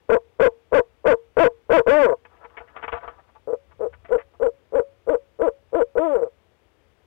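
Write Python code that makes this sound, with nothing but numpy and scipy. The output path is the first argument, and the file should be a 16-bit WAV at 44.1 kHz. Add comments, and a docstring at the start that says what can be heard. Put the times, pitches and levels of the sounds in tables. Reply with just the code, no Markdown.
"""Over faint night hiss, a barred owl in the entrance of a wooden nest box gives six short hoots and a
long falling note. Each hoot arches in pitch, so its overtones sweep through the ring of the box, and
the loud ones overload the small camera microphone inside. Next the owl turns to face outward: claws
scrape the rim and feathers brush the wood. As it settles it gives eight more short hoots, softer at
first, and ends on another long falling note."""
import sys
import numpy as np
from scipy import signal
from scipy.fft import rfft, irfft, next_fast_len
from scipy.io import wavfile
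from scipy.ndimage import uniform_filter1d, map_coordinates

SR = 44100
rng = np.random.default_rng(int(sys.argv[2]) if len(sys.argv) > 2 else 0)


def persist_wave(psi):
    """Save psi, clipped to +-1, as 16-bit WAV."""
    counts = np.round(np.clip(psi, -1, 1) * 32767).astype(np.int16)
    wavfile.write(sys.argv[1], SR, np.atleast_2d(counts).T)


N = 311346

TURN_S = 3.0  # from here on the owl faces outward
REST_HZ = 123.85  # a short hoot starts and ends at this pitch
# The owl twists its head, swings its body round, then settles:
# (start [s], length [s], relative feather level [dB], relative rumble level [dB])
MOVES = [(2.296, 0.49, -62, -74), (2.793, .27, -51.5, -59), (3.699, 0.38, -75, -57.5)]


def amp(db):
    """Turn decibels into a number to multiply by."""
    return 10 ** (np.asarray(db) / 20)


def unit(x):
    """Scale a signal to an average (rms) size of 1."""
    return x / np.sqrt(np.mean(x ** 2) + 1e-20)


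def clock():
    """The time of each sample, in seconds."""
    return np.arange(N) / SR


def wobble(rate):
    """A smooth curve through `rate` random points a second."""
    knots = rng.standard_normal(int(N * rate / SR) + 4)
    steps = np.arange(4 * len(knots)) / 4
    return np.interp(clock() * rate, steps, map_coordinates(knots, [steps]))


def coloured(x, points, size=4096):
    """Shape the tone of x along points of (frequency [Hz], gain [dB])."""
    points_hz, db = np.transpose(points)
    hz = np.fft.rfftfreq(size, 1 / SR)
    gain = amp(np.interp(np.log(hz + 1), np.log(points_hz + 1), db))
    # fold the filter so that it never answers before the sound arrives
    cepstrum = irfft(np.log(gain))
    cepstrum[1:size // 2] *= 2
    cepstrum[size // 2 + 1:] = 0
    return signal.oaconvolve(x, irfft(np.exp(rfft(cepstrum))))[:len(x)]


def cut_above(x, top_hz):
    """Remove every frequency from top_hz up."""
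    size = 2 * next_fast_len(N // 2 + SR // 2)
    passes = np.fft.rfftfreq(size, 1 / SR) < top_hz
    return irfft(rfft(x, size) * passes, size)[..., :N]


def noise(spectrum):
    """Noise of average size 1, shaped by (frequency [Hz], relative level [dB]) points."""
    return unit(coloured(rng.standard_normal(N), spectrum))


def resonances(x, modes):
    """The ringing that x sets off, one tone per (frequency [Hz], width [Hz], gain [dB])."""
    return sum(amp(db) * signal.lfilter(*signal.iirpeak(hz, hz / width, fs=SR), x)
               for hz, width, db in modes)


def saturate(x, upper, lower, hardness):
    """Round off the peaks of a wave, with separate limits above and below zero."""
    limit = np.where(x > 0, upper, lower)
    return x / (1 + np.abs(x / limit) ** hardness) ** (1 / hardness)


def moving(start, length, attack_s=0.039, fade_s=0.53):
    """One body movement swells quickly, holds, then drops 60 dB every fade_s."""
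    t = clock()
    swell = np.clip((t - start) / attack_s + 1, 0, 1)
    return swell * amp(-60 * np.maximum(t - start - length, 0) / fade_s)


def background(hiss_db, rumble_gain_db):
    """Faint night hiss, and a low rumble in the box that swells when the owl shifts its weight."""
    # tone of the night air: (frequency [Hz], relative level [dB])
    night = [(25, -12.5), (75, 6), (150, -10), (300, -6.5), (470, -1.5), (650, -8), (1500, -14.5),
             (3200, -12), (4500, -14), (8000, -28), (15000, -40)]
    sitting_still = amp(-68.5)
    shuffle = sum(amp(db) * moving(start, length) for start, length, _, db in MOVES)
    rumble = noise([(30, -25), (55, -10.5), (74, 1.0), (110, -9.0), (220, -25.5), (800, -63.5)])
    return amp(hiss_db) * noise(night) + amp(rumble_gain_db) * (sitting_still + shuffle) * rumble


def feathers(gain_db, flutter_db):
    """Feathers brush the entrance as the owl moves, making a fluttering rustle."""
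    brush = sum(amp(db) * moving(start, length) for start, length, db, _ in MOVES)
    flutter = amp(gain_db + flutter_db * wobble(45))
    rustle = noise([(150, -22.5), (500, 2.5), (1300, 1.5), (2800, -20), (4000, -21.5), (8000, -33.5)])
    return brush * flutter * rustle


def taps(per_s=13, db=-57, scatter_db=5, bright_db=6.5, drag_s=0.01, middle_hz=1400):
    """Light claw touches scattered through each movement, as rows like the grips in claws()."""
    rows = []
    for start, length, _, _ in MOVES:
        slots = np.arange(start, start + length, 1 / per_s)
        for slot, (late, size, spot) in zip(slots, rng.uniform(-1, 1, (20, 3))):
            time = slot + abs(late) / per_s
            rows.append((time, db + scatter_db * size, bright_db, drag_s, middle_hz * 2 ** (spot / 2)))
    return rows


def claws(knock_db, scratch_db, thud_db, attack_s=0.001, fade_s=0.053):
    """Each claw drags in tiny slips over its own spot of the rim, ringing and jolting the box."""
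    # firm grips on the rim:
    # (time [s], relative level [dB], brightness [dB], drag time [s], ring of the spot [Hz])
    grips = [(2.248, -40, -6.5, 0.0047, 2286), (2.44, -39, -10, 0.012, 933), (2.568, -42, 9, .015, 2130),
             (2.603, -38, -24, .003, 445), (2.761, -38, 11.5, 0.0037, 1390),
             (2.825, -30.5, 6.5, 0.016, 1364), (2.877, -28.5, 7, 0.0042, 1060),
             (2.918, -33, 4, 0.0026, 2900), (2.924, -21.5, -20, 0.0074, 690),
             (2.946, -33.5, -14, 0.034, 940), (3.032, -39.5, -30, 0.016, 690),
             (3.075, -28, -11, 0.0035, 1180), (3.35, -47.5, -11.5, 0.011, 905),
             (4.044, -42.5, -5, 0.013, 2014), (4.178, -42.5, 4, 0.03, 1790),
             (4.335, -50.5, -19, 0.0068, 1000)]
    # ring of the struck boards: (frequency [Hz], width [Hz], gain [dB])
    boards = [(260, 25, -22), (476, 16, 8), (701, 40, 5), (882, 60, 2), (1150, 160, -4.5),
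              (1320, 490, -21.5), (2340, 230, -26.5)]
    # tone of a claw scratching wood: (frequency [Hz], gain [dB])
    scratch_tone = [(200, -21.5), (500, -1.5), (1300, -5.5), (2200, -2.5), (3100, -4), (3700, -14),
                    (4200, -27.5), (8000, -42.5)]
    knock, scratch = np.zeros(N), np.zeros(N)
    age = np.arange(SR // 4) / SR
    slips = unit(amp(3.0 * wobble(600))) * rng.standard_normal(N)  # grainy noise
    for start, db, bright_db, drag_s, spot_hz in grips + taps():
        span = slice(round(start * SR), round(start * SR) + len(age))
        onset = 1 - np.exp(-age / attack_s)
        stroke = onset * amp(db - 60 * np.maximum(age - drag_s, 0) / fade_s) * slips[span]
        stroke += resonances(stroke, [(spot_hz, 400, 2.5)])
        knock[span] += stroke
        scratch[span] += stroke * amp(bright_db)
    thud = coloured(knock, [(25, 2.0), (65, 10.5), (120, -15), (400, -36.0)])
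    return (amp(knock_db) * resonances(knock, boards) + amp(thud_db) * thud
            + amp(scratch_db) * coloured(scratch, scratch_tone))


def hoot_arch(t, start, length, top_hz, rise_share=0.44, narrowness=1.6):
    """Pitch of a short hoot: up from rest to its top and down again."""
    past_top = (t - start) / length - rise_share
    away = past_top / np.where(past_top < 0, rise_share, 1 - rise_share)  # 0 at the top, -1, 1 at ends
    effort = np.abs(np.cos(np.pi / 2 * away)) ** narrowness
    return REST_HZ + (top_hz - REST_HZ) * effort


def loudness(t, hz, effort_db_per_octave=17, sag_db_per_octave=13, attack_s=0.009, release_s=0.019):
    """Strength of one note: more effort makes it higher and louder, and it sinks as its pitch falls."""
    facing_db = -2 if t[0] < TURN_S else -15
    top_db = facing_db + effort_db_per_octave * np.log2(hz.max() / 300)
    fades = np.minimum((t - t[0]) / attack_s, 1) * np.minimum((t[-1] - t) / release_s, 1)
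    return fades * amp(top_db + sag_db_per_octave * np.log2(hz / hz.max()))


def phrasing(closing_boost_db=1, tiring_db_per_s=15):
    """Pitch and strength through both runs; a long note starts a little stronger, then weakens."""
    # short hoots: (start [s], length [s], top pitch [Hz])
    hoots = [(0.086, 0.093, 229.5), (0.389, .096, 279.1), (0.714, 0.1, 292.4), (1.04, .110, 304.9),
             (1.362, 0.12, 342.9), (1.69, 0.13, 335), (3.466, 0.094, 165.3), (3.791, 0.091, 214.8),
             (4.088, 0.1, 257.9), (4.393, .104, 276.6), (4.72, .104, 286), (5.064, 0.11, 315.5),
             (5.387, 0.12, 338.6), (5.72, 0.12, 350.2)]
    # the long note that closes each run, one list per note: (time [s], pitch [Hz])
    closing_notes = [
        [(1.86, 131.2), (1.889, 232), (1.913, 281.5), (1.972, 307.5), (2.021, 281.6), (2.049, 226.8),
         (2.099, 156.8), (2.149, 109.8)],
        [(5.949, 123.1), (5.975, 240), (5.994, 305.9), (6.047, 342), (6.08, 309.3), (6.131, 276),
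         (6.155, 227.5), (6.183, 192.5), (6.282, 113.7)],
    ]
    t, pitch, strength = clock(), np.full(N, REST_HZ), np.zeros(N)
    for start, length, top_hz in hoots:
        on = (t > start) & (t < start + length)
        pitch[on] = hoot_arch(t[on], start, length, top_hz)
        strength[on] = loudness(t[on], pitch[on])
    for note in closing_notes:
        times, hz = np.transpose(note)
        on = (t > times[0]) & (t < times[-1])
        pitch[on] = np.interp(t[on], times, hz)
        tiring = amp(closing_boost_db - tiring_db_per_s * (t[on] - times[0]))
        strength[on] = loudness(t[on], pitch[on]) * tiring
    return uniform_filter1d(pitch, size=250), strength


def syrinx(pitch, strength, jitter, slack_hz, rasp_db, shimmer_db, harmonics=12):
    """The bird's voice organ pulses cleanly when taut, and unevenly at the low, slack ends of a note."""
    on = strength > 1e-5
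    slack = np.clip(slack_hz / pitch[on], 0, 1) ** 5.5
    shaky_hz = pitch[on] * (1 + jitter * slack * wobble(220)[on])
    phase = 2 * np.pi * np.cumsum(shaky_hz) / SR
    pulses = sum(np.cos(k * phase) for k in range(1, harmonics + 1))
    rasp = amp(rasp_db) * slack * (1 + np.cos(phase)) * rng.standard_normal(N)[on]
    shimmer = amp(shimmer_db * slack * wobble(130)[on])
    voice = np.zeros(N)
    voice[on] = strength[on] * shimmer * (pulses + rasp)
    return voice


def owl():
    """The voice rings the air in the box; the ringing tones shift once the owl has turned outward."""
    # tone of throat and box together, facing in and facing out: (frequency [Hz], gain [dB])
    throat_in = [(100, -20.5), (250, -26.5), (330, -8), (400, -6), (480, 5.5), (570, -0.5), (680, -4),
                 (800, -24.5), (900, -11), (1050, -10.5), (1320, -26), (1600, -28.5), (2300, -35),
                 (3400, -43.5), (5000, -62)]
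    throat_out = [(100, -15.5), (220, -22.5), (330, -8), (400, -3.5), (480, 3), (570, 1), (680, -8),
                  (800, -13), (1000, -17.5), (1320, -20.5), (1600, -33.5), (2700, -40), (3400, -40.5),
                  (5000, -63.5)]
    # ring of the air in the box, facing in and facing out: (frequency [Hz], width [Hz], gain [dB])
    box_in = [(479.2, 72, 2), (461, 8, -11), (886, 30, -6)]
    box_out = [(474.6, 37.2, 12.5), (554.7, 8.5, 0.5)]
    pitch, strength = phrasing()
    voice = syrinx(pitch, strength, jitter=0.03, slack_hz=191, rasp_db=-1, shimmer_db=3.0)
    inward, outward = np.split(voice, [round(TURN_S * SR)])
    inward, outward = coloured(inward, throat_in), coloured(outward, throat_out)
    return np.concatenate([inward + resonances(inward, box_in), outward + resonances(outward, box_out)])


def walls(x, tail_db, fade_s):
    """Sound bounces between the boards: a few quick echoes and a faint, dense tail."""
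    # echoes inside the box: (delay [s], relative gain [negative flips the wave])
    echoes = [(.0031, 0.19), (.0057, -1.03), (.0094, 0.8), (0.0127, -0.21), (0.0217, -0.055)]
    t = np.arange(SR // 8) / SR
    tail = unit(rng.standard_normal(len(t)) * amp(-60 * t / fade_s))
    tail *= amp(tail_db) / np.sqrt(len(t))
    for delay, gain in echoes:
        tail[round(delay * SR)] += gain
    tail = coloured(tail, [(200, -17.0), (550, -15.0), (1000, -3.0), (3000, -7.0), (6000, -6.0)])
    return x + signal.oaconvolve(x, tail)[:N]


def scene():
    """Everything reaches the one microphone in the box."""
    movement = claws(knock_db=13.0, scratch_db=6.5, thud_db=2) + feathers(gain_db=5, flutter_db=5.0)
    in_box = walls(owl() + movement, tail_db=-20, fade_s=0.18)
    return np.array([in_box + background(hiss_db=-57.5, rumble_gain_db=1.5)] * 2)


def record(dry):
    """The microphone overloads; its camera cuts the treble, crackles when loud and feeds mostly left."""
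    band_hz, sampling_hz = 3700, 8000  # of the camera
    clipped = saturate(dry[0], upper=0.45, lower=0.31, hardness=8.5)
    clipped = coloured(clipped, [(10, -13.0), (40, 0.5), (100, -0.5), (800, -1.43), (1500, -1.5),
                                 (2200, -3.5), (3000, -7.5), (3700, -9.0), (8000, -12.5)])
    muffled = signal.sosfilt(signal.butter(14, band_hz, fs=SR, output="sos"), clipped)
    level = uniform_filter1d(np.abs(dry[0]), size=900)
    overload = np.clip((level - 0.22) / 0.28, 0, 1)  # none at moderate levels, full in the loudest hoots
    crests = overload * (muffled - saturate(muffled, upper=0.32, lower=0.34, hardness=32))
    crackle_tone = [(2000, -38), (3600, -17.5), (4300, -2), (6000, -2.5), (9000, -1.5), (15000, 2.0)]
    crackle = amp(-3.0) * coloured(crests, crackle_tone)
    # a faint, high copy of the sound, mirrored around the camera's sampling rate
    mirror = amp(-49) * muffled * np.cos(2 * np.pi * sampling_hz * clock())
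    left_hiss = amp(-76.0) * noise([(1000, -2), (4500, 4.5), (8000, -3.5), (15000, -7.0)])
    right_hiss = amp(-88.0) * rng.standard_normal(N)
    camera = muffled + crackle + mirror
    return cut_above(np.array([camera + left_hiss, amp(-33.8) * camera + right_hiss]), top_hz=15800)


dry = scene()
out = record(dry)
persist_wave(out)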